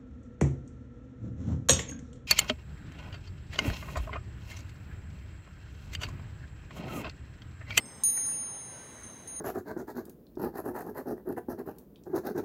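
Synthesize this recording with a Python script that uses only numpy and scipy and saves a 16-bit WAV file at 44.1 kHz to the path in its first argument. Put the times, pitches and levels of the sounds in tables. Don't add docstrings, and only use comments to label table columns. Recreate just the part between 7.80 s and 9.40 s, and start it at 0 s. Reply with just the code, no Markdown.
import sys
import numpy as np
from scipy import signal
from scipy.fft import rfft, irfft
from scipy.io import wavfile

SR = 44100
rng = np.random.default_rng(int(sys.argv[2]) if len(sys.argv) > 2 else 0)


def wrap_up_sound(samples):
    columns = np.atleast_2d(samples).T
    tamed = np.clip(columns, -1, 1)
    steps = np.round(tamed * 32767).astype(np.int16)
    wavfile.write(sys.argv[1], SR, steps)


N = 70560
TIME = np.arange(N) / SR

# f/Hz, t60/s
LOUD_MODES = [(2030, 7.3), (3903, 2), (3942, 14), (6446.3, 2.66), (9322, 0.85), (9524, 1.455), (12780, .3),
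              (13147, 0.54)]
# t/s, level/dB per mode
LOUD_HITS = [(0.2354, -62.5, -66, -53, -27.5, -43.5, -20, -59, -35),
             (.3046, -65, -65, -57, -37.5, -52, -25.5, -74, -38),
             (0.3672, -59, -64, -59.5, -31, -48, -28, -83, -48.5),
             (0.4663, -76, -72, -63, -37, -57, -28.5, -83, -49.5),
             (1.474, -69, -69, -63.5, -42, -63, -39.5, -90, -62),
             (1.5616, -61, -65, -62, -39, -65, -37.5, -85, -62)]
# f/Hz, t60/s
BEATING_MODES = [(3881, 15), (3960, 0.49), (6326, 1.23), (6357.5, 1.77), (9285, 0.54), (9399, 4.2)]
# t/s, level/dB per mode
BEATING_HITS = [(.055, -77, -85, -53.5, -56, -61, -65), (.247, -71, -57, -61, -47.5, -52, -57),
                (1.153, -76, -78, -66, -51, -66, -78), (1.232, -73, -76, -51, -48.5, -46, -58)]
# f/Hz, t60/s
THIRD_MODES = [(5111, 2), (5189.3, 2.9), (7983, 3.6), (8283, .7), (8473.4, 2.1), (12091, 0.4),
               (12500, 0.36)]
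# t/s, level/dB per mode
THIRD_HITS = [(0, -77, -58, -78, -91, -47, -100, -100), (.2365, -76, -60.5, -71, -60, -53, -92, -90),
              (.3046, -79, -58.5, -85, -76, -58.5, -98, -86), (0.433, -66, -56.5, -75, -55, -63, -66, -65),
              (0.476, -69, -59.5, -76, -65, -53, -78, -76)]

def chimes():
    return rod(LOUD_MODES, LOUD_HITS) + rod(BEATING_MODES, BEATING_HITS) + rod(THIRD_MODES, THIRD_HITS)


def rod(modes, strikes, contact_s=0.0011, kick_rad=0.87, sway_db=0.77, sway_hz=5.5):
    out = np.zeros(N)
    starts, *levels = np.transpose(strikes)
    touched = [np.sin(np.pi / 2 * np.clip((TIME - t) / contact_s, 0, 1)) ** 2 for t in starts] + [0]
    for (hz, t60), mode_db in zip(modes, levels):
        phases = rng.uniform(0, 2 * np.pi) + kick_rad * np.cumsum(rng.choice([-1, 1], len(starts)))
        sway = from_db(sway_db * drift(sway_hz))
        for k, t in enumerate(starts):
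            until_next = touched[k] - touched[k + 1]
            envelope = from_db(mode_db[k]) * decay(t, t60) * until_next
            out += sway * envelope * np.sin(2 * np.pi * hz * TIME + phases[k])
    return out


# t/s, tick level/dB, crack level/dB
CONTACTS = [(0.2362, -40.5, -34.5), (0.306, -53.5, -42), (0.3704, -45.5, -49), (0.397, -49, -46),
            (.465, -47.5, -50), (1.2337, -55, -70), (1.4748, -52, -51), (1.5608, -52, -54)]
# f/Hz, level/dB
TICK_SPECTRUM = [(2000, -14), (3300, -48), (4000, 10), (4700, -19.5), (6500, 0), (7700, -0.5), (9500, 9.5),
                 (11000, -36), (15000, -27)]
# f/Hz, level/dB
CRACK_SPECTRUM = [(3300, -32), (4000, 0), (4700, 1), (5600, -11), (7000, 4.5), (9800, 2.5), (11000, -25),
                  (14000, -19), (15700, -17)]

def ticks(tick_t60_s=0.014, crack_t60_s=0.009, echo_db=-8.5, echo_t60_s=0.2):
    tick = sum(from_db(db) * (decay(t, tick_t60_s) + from_db(echo_db) * decay(t, echo_t60_s))
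               for t, db, _ in CONTACTS)
    crack = sum(from_db(db) * decay(t, crack_t60_s) for t, _, db in CONTACTS)
    return tick * noise(TICK_SPECTRUM) + crack * noise(CRACK_SPECTRUM)


# f/Hz, level/dB
THUD_SPECTRUM = [(130, 4), (350, 7), (650, -27), (900, -23), (1450, -3), (2250, -9), (2600, -14),
                 (5000, -36)]
# f/Hz, level/dB, t60/s
KNOCK_RING = [(800, -54.5, 0.22), (1055, -54, 0.095), (1470, -41.5, 0.034), (1873, -47.5, 0.098),
              (2023, -39, 0.041), (2281, -49.5, 0.13)]

def knock(start_s=0.372, attack_s=0.0028, thud_db=-44, echo_db=-7):
    thud = from_db(thud_db) * decay(start_s, t60_s=0.099) * noise(THUD_SPECTRUM)
    ring = np.zeros(N)
    for hz, db, t60 in KNOCK_RING:
        phase = 2 * np.pi * hz * TIME + rng.uniform(0, 2 * np.pi)
        ring += from_db(db) * decay(start_s, t60) * np.sin(phase)
    ring *= np.clip((TIME - start_s) / attack_s, 0, 1)
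    walls = rng.standard_normal(N) * decay(start_s=0.035, t60_s=0.21)
    echo = signal.fftconvolve(ring, walls / np.linalg.norm(walls))[:N]
    return thud + ring + from_db(echo_db) * echo


# peak t/s, length/s, f/Hz, level/dB
WHISTLE_NOTES = [(0.539, 0.052, 2670, -60.5), (0.763, 0.063, 779, -60.5), (0.99, 0.22, 1538, -59),
                 (.995, 0.096, 946, -58.5), (1.2, 0.092, 2224, -63)]

def whistles(blur_hz=32.5):
    out = np.zeros(N)
    for t, length, hz, db in WHISTLE_NOTES:
        phase = 2 * np.pi * np.cumsum(hz + blur_hz * drift(rate_hz=62)) / SR
        out += from_db(db) * swell(t, length) * np.sin(phase)
    return out


# f/Hz, level/dB
RUSH_SPECTRUM = [(30, -19), (45, -9), (60, -6.5), (85, 0), (120, 0), (155, -2), (210, -0.5), (310, -4.5),
                 (480, -7.5), (750, -10), (1050, -10.5), (1350, -14.5), (2100, -12.5), (2600, -23.5),
                 (3700, -26.5), (5000, -35.5)]
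# t/s, level/dB
RUSH_LEVEL = [(0, -53), (.15, -52), (.36, -51.5), (.52, -50.5), (.68, -52), (1.0, -51), (1.3, -51.5),
              (1.45, -52), (1.6, -53)]
# peak t/s, length/s, centre f/Hz, level/dB
WIND_PUFFS = [(0.045, 0.083, 185, -49), (.51, 0.19, 134, -53), (1.25, 0.086, 84.5, -52),
              (1.554, 0.19, 67, -61)]

def wind(top_hz=5130, skirt_db=-13.5, floor_db=-60):
    lowpass = signal.butter(4, top_hz, fs=SR, output="sos")
    rush = contour(RUSH_LEVEL) * signal.sosfilt(lowpass, noise(RUSH_SPECTRUM, flicker_db=1.58))
    puffs = np.zeros(N)
    for t, length, hz, db in WIND_PUFFS:
        spectrum = [(hz / 2, skirt_db), (hz, 0), (hz * 2, skirt_db), (hz * 10, floor_db)]
        puffs += from_db(db) * swell(t, length) * noise(spectrum)
    return rush + puffs


# f/Hz, level/dB
RUSTLE_SPECTRUM = [(3000, 2), (4500, -6.5), (5600, -6.5), (7000, -4), (8400, 3.5), (9800, -9), (11200, -29),
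                   (15500, -26)]
# t/s, level/dB
RUSTLE_LEVEL = [(0, -66), (.45, -65.5), (.7, -64), (1.0, -61), (1.25, -63.5), (1.6, -67)]

def leaves():
    return contour(RUSTLE_LEVEL) * noise(RUSTLE_SPECTRUM, flicker_db=1.96)


def hiss(level_db=-67.5):
    return from_db(level_db) * rng.standard_normal(N)


def noise(spectrum, flicker_db=0):
    hz = np.maximum(np.fft.rfftfreq(N, 1 / SR), 1)
    points_hz, db = np.transpose(spectrum)
    low_rolloff = np.minimum(hz / points_hz[0], 1) ** 2
    gain = from_db(np.interp(np.log(hz), np.log(points_hz), db))
    bins = rfft(rng.standard_normal(N)) * low_rolloff * gain
    if not flicker_db:
        return unit_rms(irfft(bins, N))
    band = np.floor(2 * np.log2(hz))
    bands = (irfft(bins * (band == k), N) for k in range(8, 29))
    return unit_rms(sum(x * from_db(flicker_db * drift(rate_hz=8)) for x in bands))


def drift(rate_hz):
    hop, settle = 40, 2000
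    pole = np.exp(-2 * np.pi * rate_hz * hop / SR)
    white = rng.standard_normal(N // hop + settle + 2)
    slow = signal.lfilter([1], [1, -2 * pole, pole * pole], white)[settle:]
    return np.interp(np.arange(N) / hop, np.arange(len(slow)), unit_rms(slow))


def decay(start_s, t60_s):
    return (TIME >= start_s) * np.exp(-np.log(1000) * np.maximum(TIME - start_s, 0) / t60_s)


def swell(peak_s, length_s):
    return np.cos(np.pi * np.clip((TIME - peak_s) / length_s, -.5, .5))


def contour(rows):
    return from_db(np.interp(TIME, *np.transpose(rows)))


def from_db(db):
    return 10 ** (np.asarray(db) / 20)


def unit_rms(x):
    return x / np.sqrt(np.mean(x ** 2) + 1e-20)


def scene():
    return (chimes() + ticks() + knock() + whistles() + wind() + leaves() + hiss())[None]


def record(dry):
    cutoff_hz = 15700
    return signal.sosfilt(signal.ellip(14, .1, 80, cutoff_hz, fs=SR, output="sos"), dry)


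dry = scene()
out = record(dry)
wrap_up_sound(out)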